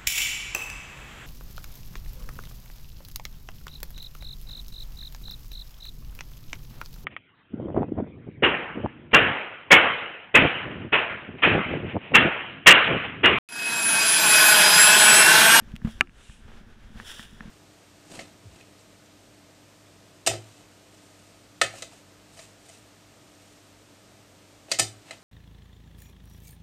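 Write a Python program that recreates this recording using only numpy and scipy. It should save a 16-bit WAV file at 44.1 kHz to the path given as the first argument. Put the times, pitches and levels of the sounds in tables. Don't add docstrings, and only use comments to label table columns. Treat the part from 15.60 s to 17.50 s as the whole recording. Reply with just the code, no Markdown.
import sys
import numpy as np
from scipy import signal
from scipy.fft import rfft, irfft, next_fast_len
from scipy.io import wavfile
from scipy.ndimage import map_coordinates

SR = 44100
rng = np.random.default_rng(int(sys.argv[2]) if len(sys.argv) > 2 else 0)


def generate_wav(sig):
    pcm = np.round(np.clip(np.atleast_2d(sig).T, -1, 1) * 32767).astype(np.int16)
    wavfile.write(sys.argv[1], SR, pcm)


N = 83790
T = np.arange(N) / SR


def amp(db):
    return 10 ** (np.asarray(db) / 20)


def unit(x):
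    return x / np.sqrt(np.mean(x ** 2) + 1e-20)


def along(points, hz):
    f, v = np.transpose(points)
    return np.interp(np.log(hz + 1), np.log(f + 1), v)


def wobble(rate):
    return map_coordinates(rng.standard_normal(256), [T * rate], mode="wrap")


def filtered(x, response):
    size = next_fast_len(N + SR // 2)
    spectrum = rfft(x, size) * response(np.fft.rfftfreq(size, 1 / SR))
    return irfft(spectrum, size)[:N]


def coloured(x, colour):
    return unit(filtered(x, lambda hz: amp(along(colour, hz))))


def snap(colour, size=4096):
    cepstrum = irfft(np.log(amp(along(colour, np.fft.rfftfreq(size, 1 / SR)))))
    cepstrum[1:size // 2] *= 2
    cepstrum[size // 2 + 1:] = 0
    click = irfft(np.exp(rfft(cepstrum)))
    return click / np.abs(click).max()


def at(s, sound):
    return np.pad(sound, (round(s * SR), N))[:N]


def vehicle():
    # time in seconds, level in dB before the lift below.
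    rumble_course = [(0.0, -48), (0.264, -47.5), (0.46, -49.5), (0.682, -56.5), (0.798, -50), (1.206, -53),
                     (1.396, -48), (1.512, -56.5), (1.63, -54), (1.9, -51)]
    # frequency in Hz, relative level in dB.
    rumble_colour = [(12, 1.5), (30, 2), (60, -3.5), (130, -10.5), (180, -13), (220, -7), (275, -18.5),
                     (400, -27.5), (900, -56.5)]
    # frequency in Hz, relative level in dB.
    air_colour = [(180, -36), (300, -4.5), (404, -3), (517, -6.5), (985, -9), (1090, -9.5), (1620, -5),
                  (2040, -11.5), (3510, -13.5), (4280, -20), (5850, -20.5), (13600, -36), (15500, -54)]
    lift_db, rumble_swing_db = 2.5, 1.5
    air_db, air_swing_db = -58, 2
    level_db = np.interp(T, *np.transpose(rumble_course)) + lift_db + rumble_swing_db * wobble(24.9)
    rumble = amp(level_db) * coloured(rng.standard_normal(N), rumble_colour)
    air_gain = amp(air_db + air_swing_db * wobble(18))
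    return rumble + air_gain * coloured(rng.standard_normal(N), air_colour)


def boom(s, db, contact_s):
    # centre in Hz, bandwidth in Hz, relative level in dB.
    case_modes = [(49, 65, -9), (178, 88, -2.5), (220.1, 18.6, 7.5)]
    push = np.exp(-((T - s) / contact_s) ** 2)

    def response(f):
        return sum(amp(g) * 1j * f * w / (c * c - f * f + 1j * f * w) for c, w, g in case_modes)

    ring = filtered(push, response)
    return amp(db) * ring / np.abs(ring).max()


def case_bumps():
    # time in seconds, peak level in dB, contact time in seconds.
    bump_rows = [(.022, -39.5, 0.0013), (.075, -39.5, 0.0019), (0.1402, -26.5, 0.0018),
                 (0.2237, -36, 0.0015), (0.2497, -14, 0.0017), (.2765, -25, 0.0019), (.358, -38, 0.0041),
                 (0.414, -32.5, 0.00077), (.4255, -30.5, .0009), (.49, -38, 0.0018), (.697, -34, 0.003),
                 (.888, -43, 0.0021), (1.012, -43.5, 0.00092), (1.253, -40.5, 0.0046), (1.304, -43, 0.0011),
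                 (1.357, -37.5, 0.0017), (1.73, -41.5, 0.0012), (1.856, -34.5, 0.0017),
                 (1.879, -37.5, 0.0014)]
    return sum(boom(*row) for row in bump_rows)


def grit_ticks():
    # time in seconds, peak level in dB.
    tick_rows = [(.119, -40), (.1562, -36.5), (.1635, -27.5), (.165, -37.5), (1.629, -33), (1.643, -37),
                 (1.653, -40), (1.683, -46), (1.695, -42)]
    # frequency in Hz, relative level in dB.
    grit_colour = [(200, -25), (1200, -8), (1800, -3.5), (3000, 2.5), (4300, -12.5), (10000, -19),
                   (15500, -24.5)]
    tick = snap(grit_colour)
    return sum(amp(db) * at(s, tick) for s, db in tick_rows)


def mount_clicks():
    # time in seconds, peak level of the snap in dB, peak level of the boom in dB.
    click_rows = [(0.218, -39.5, -53), (0.6974, -38, -45.5), (1.4, -26.5, -38.5), (1.5951, -28.5, -37.5),
                  (1.8071, -27, -35.5)]
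    # frequency in Hz, relative level in dB.
    slip_colour = [(100, -7), (550, -14), (1100, -1.5), (1500, -1), (1780, 7), (2100, -10.5), (2600, -10),
                   (3600, -28.5), (15000, -49)]
    contact_s = 0.0011
    slip = snap(slip_colour)
    snaps = sum(amp(db) * at(s, slip) for s, db, _ in click_rows)
    booms = sum(boom(s + contact_s, boom_db, contact_s) for s, _, boom_db in click_rows)
    return snaps + booms


def stroke(start, rise, hold, release, db):
    range_db = 20.5
    before = np.maximum((start + rise - T) / rise, 0)
    after = np.maximum((T - start - rise - hold) / release, 0)
    return amp(db - range_db * (before + after))


def scratchy(colour):
    grains_per_s, grain_share = 2200, 0.4
    catches = unit((rng.random(N) < grains_per_s / SR) * rng.standard_normal(N))
    hiss = rng.standard_normal(N)
    return coloured(np.sqrt(grain_share) * catches + np.sqrt(1 - grain_share) * hiss, colour)


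def cloth():
    # start, rise, hold and release in seconds, level in dB before the pressure wobble.
    rub_rows = [(0.24, 0.057, 0.011, 0.12, -50.5), (1.382, 0.1, 0.041, 0.14, -43.5),
                (1.523, 0.073, .03, 0.054, -46), (1.21, .22, 0.33, 0.124, -58.5)]
    # frequency in Hz, relative level in dB.
    cloth_colour = [(500, -14), (1150, -13), (1450, -5), (1830, -1), (2150, -14.5), (2550, -10), (2900, -3),
                    (3350, 0.5), (3700, -3), (4100, -16), (5600, -8), (6500, -15.5), (7400, -11.5),
                    (8400, -17.5), (9400, -12), (12000, -23.5), (15500, -25.5)]
    # start in seconds, initial level in dB, time to decay by 60 dB in seconds.
    scuff_rows = [(0.2472, -38, 0.074), (.273, -40.5, 0.098), (.879, -50.5, 0.16)]
    # frequency in Hz, relative level in dB.
    scuff_colour = [(200, 3.5), (420, -1), (800, 0.5), (1300, -2), (1900, -2.5), (3000, -7), (4500, -20),
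                    (15000, -34)]
    # start, rise, hold and release in seconds.
    swish_times = (.46, .16, .11, .17)
    # frequency in Hz, relative level in dB.
    swish_colour = [(500, -25), (1900, -9), (2700, 3), (3700, -1), (4400, -10), (6200, -7), (8200, -4),
                    (11000, -14), (12500, -29.5), (16000, -34)]
    swish_db = -56
    pressure = np.sqrt(sum(stroke(*row) ** 2 for row in rub_rows))
    pressure = pressure * amp(1.63 * wobble(90))
    scuff_gain = sum(at(s, amp(db - 60 * T / t60)) for s, db, t60 in scuff_rows)
    swish = stroke(*swish_times, swish_db) * coloured(rng.standard_normal(N), swish_colour)
    return pressure * scratchy(cloth_colour) + scuff_gain * scratchy(scuff_colour) + swish


def stones():
    # time in seconds, peak level in dB.
    stone_rows = [(.2728, -34), (.881, -43), (.9183, -38.5)]
    # frequency in Hz, relative level in dB.
    stone_colour = [(100, -17), (300, -9), (420, 3), (560, -2.5), (1300, -2), (1900, -8), (2500, -19),
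                    (15000, -50)]
    thud = snap(stone_colour)
    return sum(amp(db) * at(s, thud) for s, db in stone_rows)


def knock():
    # frequency in Hz, relative level in dB.
    crack_colour = [(60, -33), (450, -22), (900, -11), (1650, 0), (2800, 2), (3350, -24), (4500, -25.5),
                    (7800, -26.5), (11000, -37.5), (16000, -57)]
    # frequency in Hz, level in dB before the blow's gain,
    # time to decay by 60 dB in seconds.
    ring_modes = [(189, -41, 0.045), (276, -38.5, 0.17), (348.4, -35.5, 0.154), (653, -47, .05),
                  (759, -31, .055), (1006, -39, .04), (1192, -27, 0.056), (1318, -23, 0.056),
                  (1743, -17.5, .022), (2400, -21.5, 0.03), (3540, -32, 0.015)]
    # time in seconds, peak level in dB.
    rebound_rows = [(.473, -35), (.495, -37.5)]
    knock_s, knock_db = 0.4097, 1.5
    echo_s, echo_db = 0.00134, -13
    rattle_db, rattle_t60_s = -33, 0.033
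    crack = snap(crack_colour)
    echo = amp(echo_db) * at(echo_s, crack)
    ring = sum(amp(db - 60 * T / t60) * np.sin(2 * np.pi * hz * T) for hz, db, t60 in ring_modes)
    rattle = amp(rattle_db - 60 * T / rattle_t60_s) * coloured(rng.standard_normal(N), crack_colour)
    blow = at(0, crack) + echo + ring + rattle
    rebounds = sum(amp(db) * at(s, crack) for s, db in rebound_rows)
    return amp(knock_db) * at(knock_s, blow) + rebounds


def scene():
    close_sounds = case_bumps() + grit_ticks() + mount_clicks() + cloth() + knock()
    return (vehicle() + stones() + close_sounds)[None]


def record(dry):
    limit_db, duck_share = -17.5, 0.37
    attack_s, recover_s = 0.0099, 0.23
    clip_top = 0.95
    top_hz, edge_hz = 15950, 600
    x = dry[0]
    over_db = np.maximum(20 * np.log10(np.abs(x) + 1e-9) - limit_db, 0)
    fade = np.exp(-T / recover_s)
    held_db = np.maximum.accumulate(over_db / fade) * fade
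    attack = np.exp(-1 / (attack_s * SR))
    duck_db = duck_share * signal.lfilter([1 - attack], [1, -attack], held_db)
    clipped = np.clip(x * amp(-duck_db), -clip_top, clip_top)
    return filtered(clipped, lambda hz: np.clip((top_hz - hz) / edge_hz, 0, 1))[None]


dry = scene()
out = record(dry)
generate_wav(out)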